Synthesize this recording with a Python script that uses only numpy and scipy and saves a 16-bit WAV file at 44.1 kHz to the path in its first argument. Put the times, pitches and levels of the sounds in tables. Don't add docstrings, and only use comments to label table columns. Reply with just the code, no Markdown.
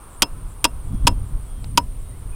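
import sys
import numpy as np
from scipy import signal
from scipy.fft import rfft, irfft, next_fast_len
from scipy.io import wavfile
from scipy.ndimage import uniform_filter1d

SR = 44100
rng = np.random.default_rng(int(sys.argv[2]) if len(sys.argv) > 2 else 0)


def log_audio(samples):
    frames = np.atleast_2d(samples).T
    limited = np.clip(frames, -1, 1)
    pcm = np.round(limited * 32767).astype(np.int16)
    wavfile.write(sys.argv[1], SR, pcm)


N = 103635

# freq_hz, density_db
CRACK_SPECTRUM = [(200, -18.5), (1000, -6), (2000, -1), (3000, 5.5), (6000, 5.5), (10000, -3),
                  (13000, -3.5), (16000, -11.5)]


def undb(db):
    return 10 ** (np.asarray(db) / 20)


def unit(x):
    return x / np.sqrt(np.mean(x ** 2) + 1e-18)


def colour(x, spectrum):
    hz, db = np.array(spectrum).T
    size = next_fast_len(len(x) + 4096, True) * 2
    bin_hz = np.arange(size // 2 + 1) * SR / size
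    gain_db = np.interp(np.log(bin_hz + 1e-9), np.log(hz), db)
    cepstrum = irfft(np.log(undb(gain_db)))
    cepstrum[1:size // 2] *= 2
    cepstrum[size // 2 + 1:] = 0
    return irfft(rfft(x, size) * np.exp(rfft(cepstrum)))[:len(x)]


def noise(spectrum, count):
    return unit(colour(rng.standard_normal(count), spectrum))


def resonate(x, hz, width_hz):
    return signal.lfilter(*signal.iirpeak(hz, hz / width_hz, SR), x)


def walk(rate_hz):
    hold = int(SR / rate_hz)
    steps = np.repeat(rng.standard_normal(N // hold + 1), hold)
    return unit(uniform_filter1d(uniform_filter1d(steps, hold), hold)[:N])


def fade(t, t60_s):
    return np.exp(-np.log(1000) * np.maximum(t, 0) / t60_s)


def swell(centre_s, length_s):
    return np.exp(-(2 * (np.arange(N) / SR - centre_s) / length_s) ** 2)


def contour(points):
    return np.interp(np.arange(N) / SR, *np.array(points).T)


def ring(t, modes):
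    return sum(undb(db) * fade(t, t60_s) * np.sin(2 * np.pi * hz * t) for hz, db, t60_s in modes)


def swelling_ring(t, delay_s, modes, rise_s):
    return ring(t - delay_s, modes) * np.minimum(t / rise_s, 1) * np.exp(np.minimum(t - delay_s, 0) / rise_s)


def add(out, start_s, sound):
    i = int(start_s * SR)
    out[i:i + len(sound)] += sound[:max(N - i, 0)]


def field():
    # freq_hz, density_db
    air_spectrum = [(30, -1.5), (120, 8.5), (250, 3.5), (400, 1.5), (700, -3), (1400, -15.5), (2000, -13),
                    (3200, -14.5), (5000, -20.5), (7000, -21.5), (11000, -19.5), (14500, -14.5),
                    (16000, -21.5)]
    rush_spectrum = [(200, -21), (450, -10.5), (700, -5), (1050, 3.5), (1400, -2), (2000, -17.5),
                     (3500, -25.5), (8000, -48)]
    # time_s, level_db
    rush_levels = [(0, -49), (.55, -52), (1.35, -52), (1.9, -60.5), (2.35, -52.5)]
    return undb(-48) * noise(air_spectrum, N) + undb(contour(rush_levels)) * noise(rush_spectrum, N)


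def wind():
    # time_s, relative_db
    gusts = [(0, -44.5), (.28, -39), (.33, -27.5), (.47, -27.5), (.53, -35.5), (.87, -25.5), (.95, -23),
             (1.06, -18.5), (1.22, -22), (1.28, -25), (1.35, -21), (1.43, -29), (1.62, -30.5),
             (1.75, -25.5), (1.83, -32), (1.89, -28), (2.0, -28.5), (2.35, -29)]
    # centre_s, length_s, level_db
    puffs = [(0.911, 0.019, -32), (0.945, .03, -21), (1.052, 0.024, -18.5), (1.112, 0.034, -24),
             (1.732, 0.25, -35)]
    # freq_hz, density_db
    rumble_spectrum = [(12, -4), (22, 6), (45, 1.5), (65, -6.5), (100, -7.5), (150, -18), (220, -28),
                       (320, -30.5), (600, -47), (1500, -90)]
    puff_spectrum = [(40, -15.5), (100, 1), (170, -4), (260, -10), (400, -34.5), (900, -41.5), (2000, -60)]
    rumble_db = 1 + contour(gusts) + walk(rate_hz=54)
    puff_gain = sum(undb(db) * swell(centre_s, length_s) for centre_s, length_s, db in puffs)
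    return undb(rumble_db) * noise(rumble_spectrum, N) + puff_gain * noise(puff_spectrum, N)


def rasp(hz, width_hz, tooth_hz=165):
    rate_hz = tooth_hz * (1 + .1 * walk(27))
    strokes = 1 + .6 * np.sin(2 * np.pi * np.cumsum(rate_hz) / SR)
    friction = strokes * rng.standard_normal(N)
    return unit(resonate(resonate(friction, hz, width_hz), hz, width_hz))


def insect(chirps, hz, width_hz, length_s):
    return rasp(hz, width_hz) * sum(undb(db) * swell(centre_s, length_s) for centre_s, db in chirps)


def insects():
    # centre_s, level_db
    near_chirps = [(.04, -50), (.195, -46.5), (.41, -51), (.61, -48.5), (.805, -54), (.965, -50.5),
                   (1.2, -54.5), (1.405, -51.5), (1.515, -49), (1.71, -48.5), (1.925, -51), (2.11, -48.5),
                   (2.3, -48)]
    low_chirps = [(.135, -54), (.32, -63), (.51, -55.5), (.69, -64), (.875, -59), (1.09, -57),
                  (1.28, -59.5), (1.46, -58), (1.645, -55), (1.84, -63), (2.02, -59), (2.2, -63)]
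    # pitch_hz, width_hz, level_db
    groups = [(8530, 900, -61.5), (8800, 630, -57), (9370, 650, -57.5), (9720, 700, -58.5)]
    chorus = sum(undb(db - 0.4 * walk(rate_hz=19)) * rasp(hz, width_hz) for hz, width_hz, db in groups)
    near = insect(near_chirps, hz=8950, width_hz=380, length_s=.062)
    low = insect(low_chirps, hz=7850, width_hz=700, length_s=.07)
    return chorus + near + low


def tilt_db(hz, db_per_oct, pivot_hz=3000):
    return db_per_oct * np.log2(hz / pivot_hz)


def judder(t, slide_s, t60_s, grit_db, db_per_oct):
    # pitch_hz, width_hz, relative_db
    modes = [(831.4, 160, -0.5), (1220, 210, 0.5), (1501, 270, -3), (1944, 200, -9), (2532, 122, 3),
             (2908, 191.6, 0.5), (3290, 130, 3), (3713, 200, -5.5), (4027, 200, -8.5), (4830, 200, -1),
             (5360, 244, 0), (6830, 780, -12), (8160, 410, -7.5), (9830, 1200, -11), (12160, 700, -28.5)]
    slip_rate_hz, spread_db, sag_db = 4865, 2.5, 2.5
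    rebound_s, rebound_width_s, rebound_db = 0.0038, 0.00037, 4.5
    slips = (rng.random(len(t)) < slip_rate_hz / SR) * rng.choice([-1, 1], len(t))
    jolts = slips * undb(spread_db * rng.standard_normal(len(t)))
    push = undb(-sag_db * np.minimum(t / slide_s, 1))
    rebound = undb(rebound_db * np.exp(-((t - rebound_s) / rebound_width_s) ** 2))
    force = jolts * push * rebound * fade(t - slide_s, t60_s)
    body = np.zeros(len(t))
    for k, (hz, width_hz, db) in enumerate(modes):
        gain = (-1) ** k * undb(db + tilt_db(hz, db_per_oct)) * np.sqrt(width_hz)
        body += gain * unit(resonate(force, hz, width_hz))
    body /= np.sqrt(np.sum(body ** 2) / (slide_s * SR))
    grit = undb(grit_db) * noise(CRACK_SPECTRUM, len(t)) * push * fade(t - slide_s, t60_s=0.025)
    return body + grit


def post_knock(t, delay_s, knock_db, clack_db):
    # pitch_hz, relative_db, t60_s
    knock_modes = [(951, 1.5, 0.055), (1000, -21, 0.14), (1386, -22.5, 0.047), (567, -13, 0.023)]
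    clack_modes = [(894, -5, 0.016), (284, -5, 0.018)]
    knock = undb(knock_db) * swelling_ring(t, delay_s, knock_modes, rise_s=0.0053)
    clack = undb(clack_db) * swelling_ring(t, delay_s, clack_modes, rise_s=0.0005)
    return knock + clack


def head_ring(t, head_db, db_per_oct):
    pitches_hz = (2729, 4735, 5195)
    # relative_db, t60_s
    decays = [(-9, 0.11), (-10.5, .04), (-1.5, 0.074)]
    return ring(t, [(hz, head_db + db + tilt_db(hz, db_per_oct), t60_s)
                    for hz, (db, t60_s) in zip(pitches_hz, decays)])


def soil(t, slide_s, thud_db):
    # freq_hz, density_db
    thud_spectrum = [(80, 0.5), (160, -7), (275, 5.5), (400, -9), (560, -3.5), (700, -8.5), (1500, -23.5),
                     (6000, -64)]
    scatter_spectrum = [(150, -5.5), (300, -12), (1000, 6), (2000, -9.5), (3000, -7), (6000, -18),
                        (10000, -29), (16000, -18)]
    thud = undb(thud_db) * noise(thud_spectrum, len(t)) * fade(t - slide_s, t60_s=0.13)
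    scatter = undb(-27) * noise(scatter_spectrum, len(t)) * fade(t - slide_s, t60_s=0.067)
    return thud + scatter


def hammer():
    # start_s, judder_db, slide_s, judder_t60_s, crack_db, knock_db, clack_db, knock_delay_s,
    # head_db, head_db_per_oct, thud_db, grit_db, post_db_per_oct
    blows = [(.221, -9, 0.0077, 0.023, 0.5, -21.5, -22, .012, -16.5, 6, -22.5, -8, 2),
             (.643, -9.5, 0.01, 0.019, -2, -16, -8.5, .012, -20.5, 2.5, -23.5, -13.5, 0.5),
             (1.0692, -9, 0.011, 0.0091, -18, -8, -9, .007, -18.5, 5, -19.5, -7.5, 0.5),
             (1.7747, -10.5, 0.0057, 0.013, -6, -3.5, -8.5, 0.004015, -30.5, 11.5, -22.5, -2.5, 0.5)]
    out, t = np.zeros(N), np.arange(SR // 4) / SR
    for (start_s, judder_db, slide_s, judder_t60_s, crack_db, knock_db, clack_db, knock_delay_s,
         head_db, head_db_per_oct, thud_db, grit_db, post_db_per_oct) in blows:
        crack = undb(crack_db) * noise(CRACK_SPECTRUM, len(t)) * fade(t, t60_s=0.0098)
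        body = undb(judder_db) * judder(t, slide_s, judder_t60_s, grit_db, post_db_per_oct)
        knock = post_knock(t, knock_delay_s, knock_db, clack_db)
        head = head_ring(t, head_db, head_db_per_oct)
        add(out, start_s, crack + body + knock + head + soil(t, slide_s, thud_db))
    return out


def birds():
    # start_s, length_s, from_hz, to_hz, level_db
    whistles = [(0.876, 0.3, 3380, 3210, -62.5), (1.119, 0.11, 3220, 3030, -62.5),
                (1.46, 0.22, 3360, 3100, -59.5), (2.02, 0.13, 3780, 3850, -63.5),
                (2.091, 0.048, 2124, 1760, -58), (2.121, 0.058, 1930, 2250, -57.5),
                (2.324, 0.047, 2530, 2350, -49)]
    out = np.zeros(N)
    for start_s, length_s, from_hz, to_hz, db in whistles:
        count = int(length_s * SR)
        progress = np.linspace(0, 1, count)
        hz = (from_hz + (to_hz - from_hz) * progress) * (1 + 0.0033 * walk(130)[:count])
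        gain = undb(db + 2 * walk(70)[:count])
        arch = np.sqrt(np.abs(np.sin(np.pi * progress ** .6)))
        add(out, start_s, gain * arch * np.sin(2 * np.pi * np.cumsum(hz) / SR))
    return out


def light_touch():
    # freq_hz, density_db
    spectrum = [(500, -7), (1200, -4), (2000, -18), (3000, -9), (6000, -14), (9000, -27), (16000, -36)]
    out, t = np.zeros(N), np.arange(SR // 4) / SR
    tick = undb(-29) * noise(spectrum, len(t)) * fade(t, t60_s=.009)
    add(out, start_s=1.6435, sound=tick)
    return out


def scene():
    return (hammer() + light_touch() + insects() + birds() + wind() + field())[None]


def record(dry):
    drive, cutoff_hz = 0.89, 16000
    driven = drive * dry
    clipped = driven / (1 + driven ** 6) ** (1 / 6)
    return signal.sosfilt(signal.ellip(8, .2, 70, cutoff_hz, fs=SR, output="sos"), clipped)


dry = scene()
out = record(dry)
log_audio(out)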